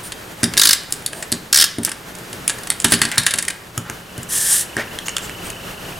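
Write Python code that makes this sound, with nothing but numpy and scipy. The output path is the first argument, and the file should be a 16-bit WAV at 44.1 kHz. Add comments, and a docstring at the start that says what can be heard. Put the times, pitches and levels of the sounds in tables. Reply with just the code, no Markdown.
"""A plastic tape runner is drawn twice over a small card tag, its ratchet rasping faster as the hand speeds up;
laid down, it rattles on the craft table. Fingers tap, slide cardstock over the mat and press the tag onto it.
Contacts are noise bursts through body resonances, blows are decaying sines, rubs are filtered noise.
All is heard close up in stereo, the loudest clicks clipped; behind lies a small room with noise, hum and a faint warble."""
import sys
import numpy as np
from scipy import signal
from scipy.fft import rfft, irfft
from scipy.io import wavfile
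from scipy.ndimage import uniform_filter1d

SR = 44100
rng = np.random.default_rng(int(sys.argv[2]) if len(sys.argv) > 2 else 0)


def unload_audio(sound):
    """Save the sound as a 16-bit wav file, at the path given as the first command line argument."""
    columns = np.transpose(np.atleast_2d(sound))
    # keep every value between -1 and 1, then stretch to whole-number steps
    steps = np.round(np.clip(columns, -1, 1) * 32767)
    wavfile.write(sys.argv[1], SR, steps.astype(np.int16))


N = 264226
T = np.arange(N) / SR

# Levels of clicks and blows are before the gain of their layer; tilts count from 1 kHz up.
# Clear clicks and knocks of the runner's case:
# (time [s], level [dB], chatter length [s], tilt [dB per octave], struck band [Hz])
CASE_CLICKS = [(0.1202, -20, 0.0063, -1.5, 3220), (0.4306, -9.5, 0.007, -0.5, 1730),
               (0.4394, -3.5, 0.0041, 1, 5050), (0.5366, -16, 0.0047, -2.5, 6060),
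               (0.569, -8.5, 0.0026, -3, 5100), (0.907, -24, 0.0021, 7, 1510),
               (0.9233, -4.5, 0.0026, 8, 1560), (1.0616, -9, 0.0044, 3, 4370),
               (1.131, -19, 0.0042, -4, 3120), (1.224, -23, 0.016, -0.5, 1980),
               (1.3183, -11.5, 0.0052, 3.5, 4370), (1.3241, -6, 0.0036, 1, 4470),
               (1.7836, -22, 0.004, -1, 12210), (1.8324, -19.5, 0.0062, 4, 1820),
               (1.8486, 0.5, 0.0022, 8.5, 1480), (1.874, -23.5, 0.015, -9.5, 2450),
               (1.9157, -19, 0.0075, -2, 5070), (2.3294, -19, 0.0031, 0.5, 2760),
               (2.478, 1, 0.0026, 4.5, 2650), (2.496, -13, 0.01, -2, 7600),
               (2.671, -20.5, 0.0054, -0.5, 4350), (2.702, 0.5, 0.0024, 0, 10000),
               (2.801, -6.5, 0.0017, 3, 6660), (2.844, 1, 0.0065, -1.5, 11200),
               (2.921, 1, 0.0067, -2, 10900), (2.936, -5.5, 0.0073, 0, 4370),
               (3.0163, 4.5, 0.0032, 0, 1790), (3.051, -13.5, 0.0083, -2.5, 4640),
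               (3.115, -16.5, 0.008, 0, 2010), (3.1747, -10, 0.0023, -8.5, 3600),
               (3.1794, 2.5, 0.0047, 0.3, 4000), (3.2643, 0, 0.0055, -0.5, 1880),
               (3.308, -13.5, 0.0063, 0, 2180), (3.3375, -9, 0.0062, -1.5, 10900),
               (3.377, -19, 0.0034, 3, 2000), (3.385, -12, 0.011, -0.5, 1930),
               (3.425, -16.5, 0.0074, 2, 1900), (3.481, -11, 0.0067, -1, 1900),
               (3.501, -20, 0.008, -2, 2580)]
# Fingernails and card edges: (time [s], level [dB], chatter length [s], tilt [dB per octave], struck band [Hz])
CARD_TICKS = [(3.7773, -15.5, 0.0032, 5, 1320), (3.8984, -19, 0.0023, 1, 1400),
              (4.1792, -27.5, 0.0033, 4.5, 1520), (4.2296, -30, 0.0065, 9, 1530),
              (4.767, -12, 0.0022, 0, 1710), (4.9877, -17, 0.0021, 2.5, 3400),
              (5.0829, -15.5, 0.0032, 1, 2700), (5.0916, -23, 0.0052, 1, 6770),
              (5.1659, -14, 0.0047, 2, 3340), (5.182, -18, 0.0021, 3.5, 2570),
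              (5.295, -25.5, 0.0032, -0.5, 2600), (5.5018, -23, 0.0037, 6, 2800)]
# Blows that reach the table top; low thud for a fingertip, high for plastic:
# (time [s], level [dB], thud pitch [Hz])
TABLE_BLOWS = [(0.432, -5, 234), (1.322, -11.5, 240), (1.784, -9.5, 282), (2.845, -7.5, 285),
               (2.92, -8.5, 260), (2.937, -13, 285), (3.018, -15.5, 231), (3.049, -16.5, 287),
               (3.179, -12, 123), (3.338, -16.5, 540), (3.776, -12, 124), (3.899, -20, 120),
               (4.181, -15, 116), (4.767, -15, 298)]
# Table top modes, before scatter from blow to blow: (frequency [Hz], level [dB], decay by 60 dB [s])
TABLE_MODES = [(90, -31, 0.12), (130, 4, 0.079), (175.6, -1, 0.24), (234.8, 2.5, 0.13), (290, 1, 0.087),
               (390, -6, 0.19), (504, -19, 0.092), (599, -3.5, 0.061)]
# Speed of the card pushed over the mat, given as loudness: (time [s], level [dB])
CARD_SPEED = [(4.28, -57), (4.294, -27), (4.338, -18), (4.46, -19), (4.536, -11), (4.572, -17.5),
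              (4.61, -17.5), (4.66, -44)]
# Light brushes and scuffs of skin, card and plastic: (time [s], length [s], level [dB], centre [Hz])
BRUSHES = [(0.029, 0.061, -31.5, 9200), (0.585, 0.0078, -17, 10000), (0.648, 0.017, -10.5, 10000),
           (1.13, 0.093, -37, 8800), (1.105, 0.15, -36.5, 517), (2.895, 0.066, -21.5, 8000),
           (3.114, 0.054, -27, 1960), (3.845, 0.09, -35.5, 1400), (4.768, 0.062, -23.5, 1840),
           (4.77, 0.031, -25.5, 517), (5.058, 0.019, -28.5, 6740), (5.216, 0.056, -33.5, 7500),
           (5.439, 0.05, -35, 8600)]
# Ratchet spectrum: (frequency [Hz], level [dB])
RATCHET_COLOUR = [(50, -44), (200, -23), (800, -26.5), (1200, -11.5), (1650, -5), (2400, -10.5), (3500, -3),
                  (5200, -1), (6600, -2), (9000, 0.5), (12000, -5), (16000, -14)]
# Case spectrum: (frequency [Hz], level [dB])
CASE_COLOUR = [(50, -28), (220, -9.5), (800, -13.5), (1250, -7.5), (1800, 0), (2500, -3.5), (3500, -1.5),
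               (5500, -5), (8000, 3), (10200, 3), (12000, -8.5), (16000, -22)]
# Card spectrum: (frequency [Hz], level [dB])
CARD_COLOUR = [(50, -28), (200, -13), (800, -3.5), (1600, 5), (2700, -3), (4500, -7.5), (7000, -0.5),
               (10000, -4), (16000, -28)]
# Spectrum of card rubbing the mat: (frequency [Hz], level [dB])
MAT_COLOUR = [(530, -33), (900, -22), (1390, -20.5), (1740, -3.5), (1990, -16), (2360, -21), (3380, -12.5),
              (4010, -16), (6030, -9), (6800, -9), (7580, -4.5), (9200, -2), (13400, -13.5), (16000, -28)]
# Room noise spectrum: (frequency [Hz], level [dB])
ROOM_COLOUR = [(25, -7.5), (45, -2.5), (90, -2), (150, 1), (256, -3.5), (373, -2), (700, -6.5),
               (1190, -8.5), (1560, -7.5), (2350, -12.5), (2900, -13), (4000, -16), (14400, -21),
               (16000, -29)]
# Resonances of the runner's shell: (frequency [Hz], width [Hz], level [dB])
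SHELL_MODES = [(1640, 145, 6), (2062, 45, 4), (2960, 70, 4), (3720, 82, 5), (4490, 220, 2),
               (5130, 580, 4.5), (9230, 270, 4)]
# Room noise before its flicker: (time [s], level [dB])
ROOM_LEVEL = [(0, -35), (0.4, -35.5), (0.9, -37.5), (2.03, -37.5), (2.4, -33.5), (3.65, -38.5),
              (4.2, -36.5), (5.99, -32)]
# Mains hum before its slow drift in pitch: (frequency [Hz], level [dB])
HUM = [(59.6, -58), (119.5, -53), (178.5, -50.5)]
# Strokes of the runner: (start [s], tooth rate at the start [Hz], at full speed [Hz], while braking [Hz],
# level [dB], fade over the stroke [dB], first struck band [Hz], last struck band [Hz])
STROKES = [(0.5749, 50.16, 55.3, 46.5, -3.5, -0.7, 3600, 4560),
           (1.5274, 63.35, 91, 53.5, -4, -2, 6700, 2600)]
# Spells when the hand shifts its grip and loose parts tick: (start [s], end [s], level [dB])
HANDLING = [(0.822, 1.25, -31.5), (1.834, 1.92, -16), (2.127, 2.22, -29), (2.529, 2.83, -24),
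            (2.848, 3.54, -22.5)]


def undb(db):
    """Decibels to gain."""
    return 10 ** (np.asarray(db) / 20)


def curve(rows):
    """Gain along a (time [s], level [dB]) curve."""
    return undb(np.interp(T, *np.transpose(rows)))


def unit(x):
    """Scale to rms 1."""
    return x / np.sqrt(np.mean(x ** 2))


def freqs(x):
    """Frequencies of the spectrum of x, at least 1 Hz."""
    return np.maximum(np.fft.rfftfreq(x.shape[-1], 1 / SR), 1)


def colour(f, points):
    """Level in dB at f, on straight lines over a log-frequency axis."""
    hz, db = np.transpose(points)
    return np.interp(np.log(f), np.log(hz), db)


def bump(f, hz, width):
    """Bell of height 1 around a resonance."""
    return 1 / (1 + (2 * (f - hz) / width) ** 2)


def ring(x, db):
    """Causal minimum-phase filter with the given dB at each frequency."""
    cepstrum = irfft(db * np.log(10) / 20, len(x))
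    # folding the cepstrum forward makes the filter ring only after the blow
    cepstrum[1:len(x) // 2] *= 2
    cepstrum[len(x) // 2 + 1:] = 0
    return irfft(rfft(x) * np.exp(rfft(cepstrum)), len(x))


def add(out, s, x):
    """Mix x into out at time s."""
    i = max(int(s * SR), 0)
    out[i:i + len(x)] += x[:N - i]


def walk(rate):
    """Smooth random drift with a spread near 1 and the given number of knots per second."""
    knots = np.arange(0, T[-1] + 1, 1 / rate)
    return 1.22 * np.interp(T, knots, rng.standard_normal(len(knots)))


def spread(mid, side, points):
    """Left and right from a middle signal and an unrelated one, weighted by (frequency [Hz], level [dB])."""
    side = irfft(rfft(side) * undb(colour(freqs(side), points)), len(side))
    return np.array([mid + side, mid - side])


def background(flicker_db=1.4):
    """Flickering room noise, widest in the middle register, with mains hum that drifts slightly in pitch."""
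    shape = colour(freqs(T), ROOM_COLOUR)
    mid, side = (unit(ring(rng.standard_normal(N), shape)) for _ in range(2))
    width = [(60, -27.0), (150, -15.5), (280, -10.5), (500, -5.5), (1200, -3.5), (4000, -4.5), (12000, -45.0)]
    air = spread(mid, side, width) * curve(ROOM_LEVEL) * undb(flicker_db * walk(22.036))
    hum = 0
    for hz, db in HUM:
        turns = np.cumsum(hz * (1 + 0.0041 * walk(2.88))) / SR
        hum = hum + undb(db) * np.sqrt(2) * np.sin(2 * np.pi * turns)
    return air + hum


def whine(rate_hz=28.0, low_hz=2580, high_hz=3060, tone_hz=2985, peak_s=5.5, slope_db_per_s=4.5):
    """A thin tone, joined by an upward chirp about 28 times a second; both slowly swell and sink."""
    tone_db, warble_db = -47, -42.5  # at their loudest
    tone_start_s, warble_start_s, fade_s = 3.66, 3.94, 0.15
    swell = undb(-slope_db_per_s * np.abs(T - peak_s))
    tone_gain = undb(tone_db) * np.clip((T - tone_start_s) / fade_s, 0, 1)
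    chirp_gain = undb(warble_db) * np.clip((T - warble_start_s) / fade_s, 0, 1)
    turn = np.cumsum(rate_hz * (1 + .01 * walk(5.2))) / SR % 1
    # the pitch climbs in the middle third of each turn
    hz = low_hz + (high_hz - low_hz) * np.clip(3 * turn - 1, 0, 1) + 75 * walk(400)
    pulse = np.sin(np.pi * turn) ** 4 * undb(walk(200))
    chirp = np.sin(2 * np.pi * np.cumsum(hz) / SR) * pulse
    tone = np.sin(2 * np.pi * np.cumsum(tone_hz + 12 * walk(60)) / SR)
    return swell * (chirp_gain * unit(chirp) + tone_gain * unit(tone))


def room(x, early_db=-13, early_s=0.0082, late_db=-14, t60_s=0.52, treble_t60_s=0.16, size=24000):
    """Quick reflections off the desk, then the short tail of a small room, its treble dying first."""
    t = np.arange(size) / SR
    dull = 1 / (1 + (freqs(t) / 4200) ** 2)
    responses = []
    for noise in rng.standard_normal((2, size)):
        low = irfft(rfft(noise) * dull, size)
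        early = noise * np.exp(-t / early_s) * (t > .002)
        low_tail = low * np.exp(-np.log(1000) * t / t60_s)
        treble_tail = (noise - low) * np.exp(-np.log(1000) * t / treble_t60_s)
        late = (low_tail + treble_tail) * np.clip(t / 0.024, 0, 1)
        early = undb(early_db) * early / np.linalg.norm(early)
        responses.append(early + undb(late_db) * late / np.linalg.norm(late))
    width = [(100, -42), (250, -68), (500, -29), (1500, -11), (4000, -13.5), (10000, -40)]
    pair = spread(*responses, width)
    return x + signal.fftconvolve(x[None], pair, axes=1)[:, :N]


def treble_width(x, width_s=4.5e-6):
    """A slight left-right difference in near sound that grows toward the treble."""
    side = np.gradient(x) * SR * width_s / 2
    return np.array([side, -side])


def brushes(rough_db=2, focus_db=14, focus=0.12, size=16384):
    """Short uneven rubs of noise, each with one broad resonance."""
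    out, t = np.zeros(N), np.arange(size) / SR
    f = freqs(t)
    for s, length, db, hz in BRUSHES:
        friction = rng.standard_normal(size) * undb(rough_db * np.tanh(walk(439)[:size]))
        edges = 10 * np.log10((1 + (f / hz / 2) ** 3) * (1 + (150 / f) ** 4))
        rub = unit(ring(friction, focus_db * bump(f, hz, focus * hz + 600) - edges))
        stroke = np.sqrt(np.abs(np.sin(np.pi * np.minimum(t / length, 1))))
        add(out, s, undb(db) * rub * stroke)
    return out


def slide(rough_db=1.0, squeak_db=5, squeak_hz=8700):
    """Card fibres hiss over the mat; the faster they go, the more one band sings."""
    speed = curve(CARD_SPEED)
    friction = rng.standard_normal(N) * undb(rough_db * walk(220))
    f = freqs(friction)
    mat = colour(f, MAT_COLOUR)
    band = bump(f, squeak_hz, 2400)
    slow = unit(ring(friction, mat - 5 * band - 3 * bump(f, 1720, 500)))
    fast = unit(ring(friction, mat + squeak_db * band))
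    share = speed / speed.max()
    moving = (T > CARD_SPEED[0][0]) & (T < CARD_SPEED[-1][0])
    return moving * speed * ((1 - share) * slow + share * fast)


def table(gain_db=-9, thud_s=0.0061, modes_db=-3, shudder_db=-14, shudder_s=0.043, size=16384):
    """Blows through the mat: a dull thud, the table's modes near its pitch, and a shudder of loose things."""
    out, t = np.zeros(N), np.arange(size) / SR
    for s, db, thud_hz in TABLE_BLOWS:
        modes = 0
        scatter = rng.standard_normal((len(TABLE_MODES), 2))
        for (hz, mode_db, t60), (a, b) in zip(TABLE_MODES, scatter):
            strength = undb(mode_db + a) * bump(np.log2(hz), np.log2(thud_hz), 2.95)  # width in octaves
            tone = np.sin(2 * np.pi * hz * (1 + 0.005 * b) * t)
            modes = modes + strength * tone * np.exp(-np.log(1000) * t / t60)
        thud = np.sin(2 * np.pi * thud_hz * t) * np.exp(-t / thud_s)
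        dull = -10 * np.log10(1 + (freqs(t) / (2 * thud_hz)) ** 4)
        shudder = unit(ring(rng.standard_normal(size), dull)) * np.exp(-t / shudder_s)
        onset = 1 - np.exp(-t / 0.0011)
        after = (undb(modes_db) * modes + undb(shudder_db) * shudder) * onset
        add(out, s, undb(db + gain_db) * (thud + after))
    return signal.sosfilt(signal.butter(4, 68, "high", fs=SR, output="sos"), out)


def clicks(rows, points, modes, ring_db, grain_db, tail_db, tail_s, gain_db, tick_db,
           edge=2, rise_s=0.00028, snap=.75, size=8192):
    """Each contact chatters for a few ms (a higher edge ends it more abruptly); the whole body buzzes on briefly."""
    out, t = np.zeros(N), np.arange(size) / SR
    f = freqs(t)
    body = colour(f, points) + sum(db * bump(f, hz, width) for hz, width, db in modes)
    lowpass = signal.butter(2, 7000, fs=SR, output="sos")
    for s, db, length, tilt, hz in rows:
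        noise, grain, buzz = rng.standard_normal((3, size))
        chatter = noise * undb(grain_db * np.tanh(unit(uniform_filter1d(grain, size=24))))
        contact = np.exp(-(t / length) ** edge) * (1 - np.exp(-t / rise_s))
        # the treble is spent in the first snap
        dull = signal.sosfilt(lowpass, chatter)
        bright = (chatter - dull) * np.exp(-(t / (snap * length)) ** 2)
        force = (dull + bright) * contact
        # the hardest impact is a single sharp tick
        force[np.argmax(contact) // 2] += undb(tick_db) * np.linalg.norm(force)
        # where the body is struck decides its brightness and which band rings most
        spot = tilt * np.log2(np.maximum(f, 1000) / 1000) + ring_db * bump(f, hz, hz / 4)
        strike = ring(force, body + spot)
        strike *= np.linalg.norm(contact) / np.linalg.norm(strike)
        # loose parts keep rattling unevenly, with less of the struck spot's colour
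        rattle = buzz * undb(1.6 * np.tanh(unit(uniform_filter1d(grain[::-1], size=110))))
        decay = np.exp(-t / tail_s) * (1 - np.exp(-t / length))
        tail = unit(ring(rattle, body + 0.25 * spot)) * undb(tail_db) * decay
        add(out, s, undb(db + gain_db) * (strike + tail))
    return out


def card():
    """Fingernails and card edges tick: short contacts on a body without sharp resonances."""
    return clicks(CARD_TICKS, CARD_COLOUR, [], ring_db=13.5, grain_db=7, tail_db=-22, tail_s=0.0054,
                  gain_db=3, tick_db=-9.5, snap=1.6)


def loose_parts(per_s=22, scatter_db=2, length_s=0.0045, tilt_db=2, centre_hz=3400, count=28):
    """Faint ticks at uneven intervals while the runner is moved in the hand."""
    rows = []
    for start, end, db in HANDLING:
        gap, strength, pitch = rng.standard_normal((count, 3)).T
        gaps = np.exp(0.4 * gap) / per_s
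        times = start + np.cumsum(gaps) - gaps[0] / 2
        for s, a, b in zip(times, strength, pitch):
            if s < end:
                rows.append((s, db + scatter_db * a, length_s, tilt_db, centre_hz * np.exp(0.57 * b)))
    return rows


def rebounds(delay_s=0.014, drop_db=-21, length_s=0.006, tilt_db=-6):
    """The case rebounds after each click, weaker and duller."""
    rows = []
    for (s, db, _, tilt, hz), a in zip(CASE_CLICKS, rng.standard_normal(len(CASE_CLICKS))):
        rows.append((s + delay_s * np.exp(0.1 * a), db + drop_db, length_s, tilt + tilt_db, hz))
    return rows


def case():
    """Knocks, rebounds and loose parts strike the plastic shell, which rings at its resonances."""
    return clicks(CASE_CLICKS + rebounds() + loose_parts(), CASE_COLOUR, SHELL_MODES,
                  ring_db=6.5, grain_db=9.0, tail_db=-20.0, tail_s=0.0094, gain_db=0.5, tick_db=-9.5,
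                  edge=1.62, rise_s=0.00086, snap=1.28)


def teeth(count=9, chatter_s=0.0083, scatter_db=0.2, tilt_db=0.03, dulling=0.44):
    """Teeth pass faster as the hand speeds up, growing slightly softer and duller; the last comes late."""
    # dulling: dB per octave lost for each dB of fade
    rows, progress = [], np.linspace(0, 1, count)
    for start, first_hz, full_hz, braking_hz, db, fade_db, first_ring_hz, last_ring_hz in STROKES:
        gaps = np.append(np.linspace(1 / first_hz, 1 / full_hz, count - 2), 1 / braking_hz)
        times = start + np.append(0, np.cumsum(gaps))
        for s, u, (strength, length, pitch) in zip(times, progress, rng.standard_normal((count, 3))):
            ring_hz = first_ring_hz * (last_ring_hz / first_ring_hz) ** u * np.exp(0.15 * pitch)
            level = db + fade_db * u + scatter_db * strength
            tilt = tilt_db + dulling * fade_db * u
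            rows.append((s, level, chatter_s * np.exp(0.1 * length), tilt, ring_hz))
    return rows


def ratchet():
    """Each tooth snaps past with a burst of chatter that the runner's shell colours."""
    return clicks(teeth(), RATCHET_COLOUR, SHELL_MODES, ring_db=4.5, grain_db=6.5, tail_db=-11.0, tail_s=0.012,
                  gain_db=-0.5, tick_db=-17.5, edge=3.8, rise_s=0.00042, snap=1.0)


def scene():
    """Runner, card and table heard close up, with the room behind."""
    near = ratchet() + case() + card() + table() + slide() + brushes()
    return room(near + whine()) + treble_width(near) + background()


def record(dry, balance_db=-0.04, ceiling=0.79, top_hz=16000):
    """The loudest clicks are clipped flat, and the top is cut."""
    balance = undb(np.array([[balance_db], [-balance_db]]) / 2)  # left, right
    clipped = np.clip(dry * balance, -ceiling, ceiling)
    return signal.sosfiltfilt(signal.ellip(8, .1, 50, top_hz, fs=SR, output="sos"), clipped)


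dry = scene()
out = record(dry)
unload_audio(out)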